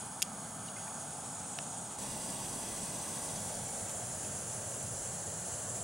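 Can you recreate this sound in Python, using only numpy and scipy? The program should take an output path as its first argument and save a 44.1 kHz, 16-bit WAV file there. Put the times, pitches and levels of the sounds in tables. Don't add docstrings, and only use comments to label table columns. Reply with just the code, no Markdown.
import sys
import numpy as np
from scipy import signal
from scipy.io import wavfile
from scipy.ndimage import uniform_filter1d

SR = 44100
rng = np.random.default_rng(int(sys.argv[2]) if len(sys.argv) > 2 else 0)


def generate_wav(signal):
    frames = np.transpose(np.atleast_2d(signal))
    scaled = np.clip(frames, -1, 1) * 32767
    pcm = np.round(scaled).astype(np.int16)
    wavfile.write(sys.argv[1], SR, pcm)


def level_to_linear(level):
    exponent = np.asarray(level, float) / 20
    return 10 ** exponent


N = 257103
CHANGE_S = 1.985

# time in seconds, gas flow in dB, how far they have turned in stances.
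FLOW_AND_TURN = [
    [(0.0, 0.81, .05), (.28, -1.5, .05), (.5, -0.34, .05), (.75, 0.00078, .1), (.93, 1.7, .3),
     (1.16, 0.26, 0.67), (1.51, 1.9, 0.93), (1.95, -0.71, 0.75)],
    [(2.0, -0.4, .05), (2.3, -0.034, .05), (2.8, .1, 0.1), (3.25, 1, 0.18), (3.55, -0.11, 0.74),
     (3.85, -0.14, 1.1), (4.2, .3, 1.56), (4.5, -0.11, 1.6), (5.0, 0.16, 1.8), (5.83, 0.074, 1.8)],
]
FIRST_STANCE = [0, 2]

# pitch in Hz, shift in Hz per stance, level in dB, dB per stance, dB per stance squared.
FLAME_LOBES = [
    [(107, 5, -66, 4, .1), (195, -1, -51.5, .3, 0.2), (754, -1, -50.5, .3, 0.5), (1320, -2, -56, -2.5, 0.8)],
    [(107, 1.7, -58, 11, -4.5), (183, -3, -49.5, -4, 1.3), (725, -49, -47.5, -1.4, 0.01),
     (1346, 4, -58.5, 4, -1.36)],
]
# width in Hz, steepness of the sides (no unit).
FLAME_SKIRTS = [(38, 8.9), (112, 3.12), (386, 3.3), (660, 4)]
# delay in ms, strength relative to the direct sound.
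FLAME_ECHOES = [
    [(0.824, 0.19), (1.08, -0.072), (1.304, 0.11), (2.476, 0.14)],
    [(0.816, 0.14), (1.068, -0.12), (1.3, 0.13), (2.444, 0.12)],
    [(1.156, -0.028), (1.476, -0.22), (2.304, -0.081), (3.916, -0.089)],
    [(0.824, -0.12), (1.652, -0.066), (2.228, -0.028), (2.796, -0.057)],
    [(0.8, -0.085), (1.288, -0.093), (2.012, 0.012), (3.964, -0.08)],
]

# pitch in Hz, shift in Hz per stance, level in dB, dB per stance, dB per stance squared.
JET_LOBES = [
    [(6100, .1, -65, 8.0, -5), (6930, 150, -55, 2.5, 0.3), (8220, 60, -53, 2.5, 0.3),
     (9440, -52, -51.5, .3, 0)],
    [(6150, .1, -54, -1.5, 0.5), (7370, -120, -51.5, 5.5, -1.5), (8350, -130, -45.5, -6, 2.5),
     (9520, 92, -50.5, 6.5, -3.0)],
]
# width in Hz, steepness of the sides (no unit).
JET_SKIRTS = [(664, 3.6), (970, 5.4), (1230, 4.4), (980, 4.65)]
# delay in ms, strength relative to the direct sound.
JET_ECHOES = [
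    [(0.374, -0.055), (0.618, 0.18), (0.738, 0.048), (0.906, 0.18), (1.05, 0.081), (1.194, 0.11),
     (1.314, 0.056), (2.17, 0.054), (2.378, 0.057)],
    [(0.602, 0.13), (0.718, 0.1), (1.174, 0.15), (1.27, 0.078), (1.626, -0.096), (1.766, -0.13),
     (2.19, 0.098), (2.382, 0.085), (2.806, 0.029)],
    [(0.614, 0.043), (0.758, -0.029), (0.942, -0.053), (1.346, -0.087), (1.482, 0.11), (1.846, -0.02),
     (2.098, 0.073), (2.246, -0.09), (3.522, 0.27)],
    [(0.462, 0.076), (0.77, -0.041), (0.914, 0.1), (1.178, -0.066), (1.338, -0.04), (1.446, 0.025),
     (1.826, 0.074), (1.966, 0.06), (3.082, 0.074)],
    [(0.65, 0.072), (0.834, -0.047), (1.43, 0.034), (1.686, 0.021), (1.798, -0.0053), (1.978, 0.113),
     (2.146, 0.097), (2.31, -0.095), (3.582, -0.039)],
]
# level in dB, dB per stance.
FIZZ_LEVEL = [(-56, 0.91), (-50, -2.2)]
# level in dB, dB per stance.
AIR_LEVEL = [(-67, -.8), (-56.5, -3.5)]
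# frequency in Hz, level in dB.
FIZZ_SHAPE = [(1300, -17), (1800, -2.5), (3200, 0.5), (4000, -1), (6000, 1.0), (10000, -4), (11000, -7.5),
              (13000, -25)]
# frequency in Hz, level in dB.
AIR_SHAPE = [(9500, -12), (10500, 8), (11200, 1), (12500, 0), (13500, -3.5), (16000, -5)]

# start in seconds, peak in dB, brightness in dB per octave, ring length factor.
TAPS = [(.2199, -16.5, -2.5, .35), (.2207, -24, .1, .5), (.2217, -28, 1, .5), (.2245, -21, 3, .5),
        (.2249, -15.5, 1.5, .5), (.2256, -21, -5, .8), (.2262, -22, .1, .6), (.227, -18.5, 2, .4),
        (.229, -31, -4, 1.2), (.2312, -34, -5, 1.2)]
# start in seconds, peak in dB, brightness in dB per octave,
# ring length factor.
KNOCKS = [(1.5875, -24.5, .5, .7), (1.5882, -31, .5, .7), (1.5889, -33, -2, .8), (1.5901, -33, -5, .7),
          (.8795, -42, -.3, 1.1), (3.8946, -33, 9.1, .9), (3.9003, -36, 8.1, .9), (4.2482, -36, 4.1, .9)]
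# pitch in Hz, level in dB, seconds to fade by 60 dB.
POT_WALL = [(2400, -13, 0.016), (2760, -3, 0.015), (3190, -2, 0.013), (4380, -6, 0.008),
            (5040, -2.5, 0.021), (5720, -1, 0.012), (6650, 4, 0.012), (6950, -2, 0.011), (8170, -2, 0.014),
            (9200, -1, 0.017), (10340, 2, 0.012), (11470, 0, 0.0091), (12700, -12, 0.0076),
            (14300, -15, .007)]
# pitch in Hz, level in dB, seconds to fade by 60 dB.
KNOCKED_BODY = [(695, -7, 0.013), (1080, -1.5, 0.013), (1440, -5, .012), (1800, -4.5, 0.013),
                (2230, -5, 0.0096), (2610, 1, 0.01), (3000, 0, 0.0091), (3560, 1, 0.0056), (4350, -4, .006),
                (5530, -6, .010), (7000, -21, 0.0044), (8500, -6, 0.0057), (11000, -10, 0.0046),
                (12800, -20, .003)]
# start in seconds, peak in dB, pitch in Hz, glide in octaves, length in seconds.
SCRAPES = [(.683, -46.5, 3000, -.12, 0.009), (.684, -51, 3900, -.03, 0.0082), (.678, -53, 4500, -.05, .006),
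           (.762, -48.5, 2130, -0.047, 0.017), (.763, -54, 2450, .03, 0.011), (0.774, -54, 2400, .25, .012),
           (0.783, -47, 1390, .2, 0.0098), (0.872, -49, 1800, 0.071, 0.0077), (.878, -49.5, 2250, .2, .008),
           (4.245, -46, 4900, .1, .005), (4.838, -42, 112, .05, 0.029)]

WIND_DB = [-77, -62.5]
# frequency in Hz, level in dB.
WIND_SHAPE = [(10, -21), (30, -8), (55, 16), (80, -6), (200, -30), (400, -50)]

HISS_DB = [-68, -63.5]
# pitch in Hz, level in dB after the change.
WHINE = [(15734.2, -71), (15747.3, -71), (15674.3, -88), (15494.5, -90)]
# frequency in Hz, likeness from 0 to 1.
LIKENESS = [(160, 1), (450, 0.82), (740, 0.97), (2010, .64), (3330, 0.66), (6300, 0.9), (8200, 0.98),
            (12000, 0.96)]
# frequency in Hz, left minus right in dB.
LEAN = [(210, 0.0), (400, -.5), (1170, -1.2), (1790, -1.0), (2740, -1), (6410, -1.1), (9810, 0.0),
        (15000, 1)]
# frequency in Hz, lead of the left in radians.
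LEAD = [(0, 0.063), (1120, -.051), (1550, 0.16), (2070, -0.39), (2760, .11), (5940, -0.058), (6720, -0.51),
        (7490, 0.0)]

FRAME, HOP = 2048, 512
LAP = 8
HZ = np.fft.rfftfreq(FRAME, 1 / SR)[:, None]
SPLIT = round(CHANGE_S * SR / HOP)
T = np.r_[:SPLIT + LAP, SPLIT - LAP:N // HOP + LAP] * HOP / SR
SECOND = np.arange(len(T)) >= SPLIT + LAP


def flame():
    corner_hz = np.where(SECOND, 66, 88)
    low_cut = 1 / (1 + (corner_hz / (HZ + 1)) ** 15.0)
    power = lobes(FLAME_LOBES, FLAME_SKIRTS, follows=0.2) * low_cut
    flicker_db = 0.84 * patches(size=(5, 15))
    return power * comb(FLAME_ECHOES, depth=1.27) * level_to_linear(flicker_db) ** 2


def jet():
    flow_db, turn = curves(FLOW_AND_TURN)
    fizz_start_db, fizz_step_db = by_view(FIZZ_LEVEL)
    air_start_db, air_step_db = by_view(AIR_LEVEL)
    fizz_db = fizz_start_db + fizz_step_db * turn + 0.3 * flow_db
    air_db = air_start_db + air_step_db * turn + 0.3 * flow_db
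    power = lobes(JET_LOBES, JET_SKIRTS, follows=1) + band(fizz_db, level_to_linear(read(FIZZ_SHAPE, HZ)) ** 2)
    power *= comb(JET_ECHOES, depth=1.15)
    power += band(air_db, level_to_linear(read(AIR_SHAPE, HZ)) ** 2)
    drift_db = 1.2 * patches(size=(8, 30))
    flutter_db = 0.82 * patches(size=(400, 2))
    return power * level_to_linear(drift_db + flutter_db) ** 2


def lobes(tables, skirts, follows):
    flow_db, turn = curves(FLOW_AND_TURN)
    power = 0
    for pair, skirt in zip(zip(*tables), skirts):
        hz, hz_step, db, db_step, db_bend = by_view(pair)
        level_db = db + db_step * turn + db_bend * turn ** 2 + follows * flow_db
        power = power + lobe(level_db, hz + hz_step * turn, *skirt)
    return power


def lobe(db, hz, width_hz, steep):
    return band(db, 1 / (1 + abs(2 * (HZ - hz) / width_hz) ** steep))


def comb(echoes, depth):
    ripples = np.hstack([sum(g * np.cos(2 * np.pi * HZ * ms / 1000) for ms, g in rows)
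                         for rows in echoes])
    first = np.where(SECOND, FIRST_STANCE[1], FIRST_STANCE[0])
    place = np.clip(curves(FLOW_AND_TURN)[1] + first, 0, len(echoes) - 1)
    before = np.minimum(place.astype(int), len(echoes) - 2)
    ripple = ripples[:, before] + (place - before) * (ripples[:, before + 1] - ripples[:, before])
    return np.exp(2 * depth * ripple)


def spoon():
    out = np.zeros((2, N))
    for events, modes in ((TAPS, POT_WALL), (KNOCKS, KNOCKED_BODY)):
        spots = rng.standard_normal((12, 24, 3))
        for (s, *blow), spot in zip(events, spots):
            add(out, s, strike(modes, spot, *blow))
    sides = level_to_linear(np.array([[.6], [-.6]]))
    for s, peak_db, hz, glide, length in SCRAPES:
        u = np.linspace(0, 1, round(length * SR))
        turns = np.cumsum(hz * 2 ** (glide * u)) / SR
        swell = np.sin(np.pi * u ** 0.63)
        add(out, s, level_to_linear(peak_db) * swell * np.sin(2 * np.pi * turns) * sides)
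    return out


def strike(modes, spot, peak_db, tilt_db, ring):
    t = np.arange(2000) / SR
    hz, db, t60 = np.transpose(modes)[:, :, None]
    strength, tuning, side_phase = spot[:len(modes)].T[:, :, None]
    fade_db = -60 * t / (t60 * ring)
    level = level_to_linear(db + tilt_db * np.log2(hz / 4000) + 2.5 * strength + fade_db)
    turn = 2 * np.pi * hz * (1 + 0.022 * tuning) * t
    channels = []
    for side in (1, -1):
        tones = level * np.sin(turn + side * 0.15 * side_phase)
        channels.append(tones.sum(0) * level_to_linear(side * 0.9 / 2))
    sound = np.array(channels)
    sound *= np.sin(np.pi / 2 * np.minimum(t / 0.00035, 1)) ** 2
    sound = signal.lfilter(*signal.butter(2, 0.75 * hz.min(), "high", fs=SR), sound)
    return level_to_linear(peak_db) * sound / abs(sound.mean(0)).max()


def add(mix, s, sound):
    part = mix[:, round(s * SR):][:, :sound.shape[1]]
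    part += sound[:, :part.shape[1]]


def wind():
    dying_db = WIND_DB[1] - 1.7 * (T - CHANGE_S)
    level_db = np.where(SECOND, dying_db, WIND_DB[0])
    gust_db = 2.5 * patches(size=(9, 10))
    return band(level_db, level_to_linear(read(WIND_SHAPE, HZ)) ** 2) * level_to_linear(gust_db) ** 2


def electronics():
    t = np.arange(N) / SR
    whine = sum(level_to_linear(db) * np.sqrt(2) * np.sin(2 * np.pi * (hz * t + rng.random())) for hz, db in WHINE)
    hiss = rng.standard_normal(N) + 0.69 * rng.standard_normal((2, N))
    hiss_gain = level_to_linear(np.where(t < CHANGE_S, *HISS_DB))
    whine_gain = level_to_linear(np.where(t < CHANGE_S, -7., 0))
    return hiss * hiss_gain + whine * whine_gain


def evened(x):
    return x / np.sqrt(np.mean(x ** 2) + 1e-20)


def read(points, hz):
    f, value = np.transpose(points)
    return np.interp(np.log(hz + 1), np.log(f + 1), value)


def curves(tables):
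    (s0, *first), (s1, *second) = map(np.transpose, tables)
    return [np.where(SECOND, np.interp(T, s1, b), np.interp(T, s0, a)) for a, b in zip(first, second)]


def by_view(pair):
    return [np.where(SECOND, b, a) for a, b in zip(*pair)]


def band(db, shape):
    return level_to_linear(db) ** 2 * shape / shape.sum(0)


def patches(size):
    field = rng.standard_normal((len(T), len(HZ))).T
    smooth = uniform_filter1d(field, size[0], axis=0)
    return evened(uniform_filter1d(smooth, size[1], axis=1))


def heard(power):
    a, b, c, d = rng.standard_normal((len(T), len(HZ), 4)).T
    same = np.clip(read(LIKENESS, HZ), 0, .993) ** 0.77
    left = a + 1j * b
    right = same * left + np.sqrt(1 - same ** 2) * (c + 1j * d)
    right = right * np.exp(-1j * read(LEAD, HZ))
    lean = level_to_linear(read(LEAN, HZ) / 2)
    z = np.array([left * lean, right / lean]) * np.sqrt(power)
    return level_to_linear(2.0) * signal.istft(z, nperseg=FRAME, noverlap=FRAME - HOP)[1]


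def scene():
    both = heard(flame() + jet() + wind())
    change = round(CHANGE_S * SR)
    stove = np.hstack([both[:, :change], both[:, change + 2 * LAP * HOP:]])
    return stove[:, :N] + spoon()


def band_limit(x):
    return signal.sosfilt(signal.butter(12, 16620, fs=SR, output="sos"), x)


def record(dry):
    edge = signal.firwin(1023, 15810, window=("kaiser", 10), fs=SR)
    limited = signal.oaconvolve(dry + electronics(), edge[None], "same", axes=1)
    return band_limit(limited)


dry = scene()
out = record(dry)
generate_wav(out)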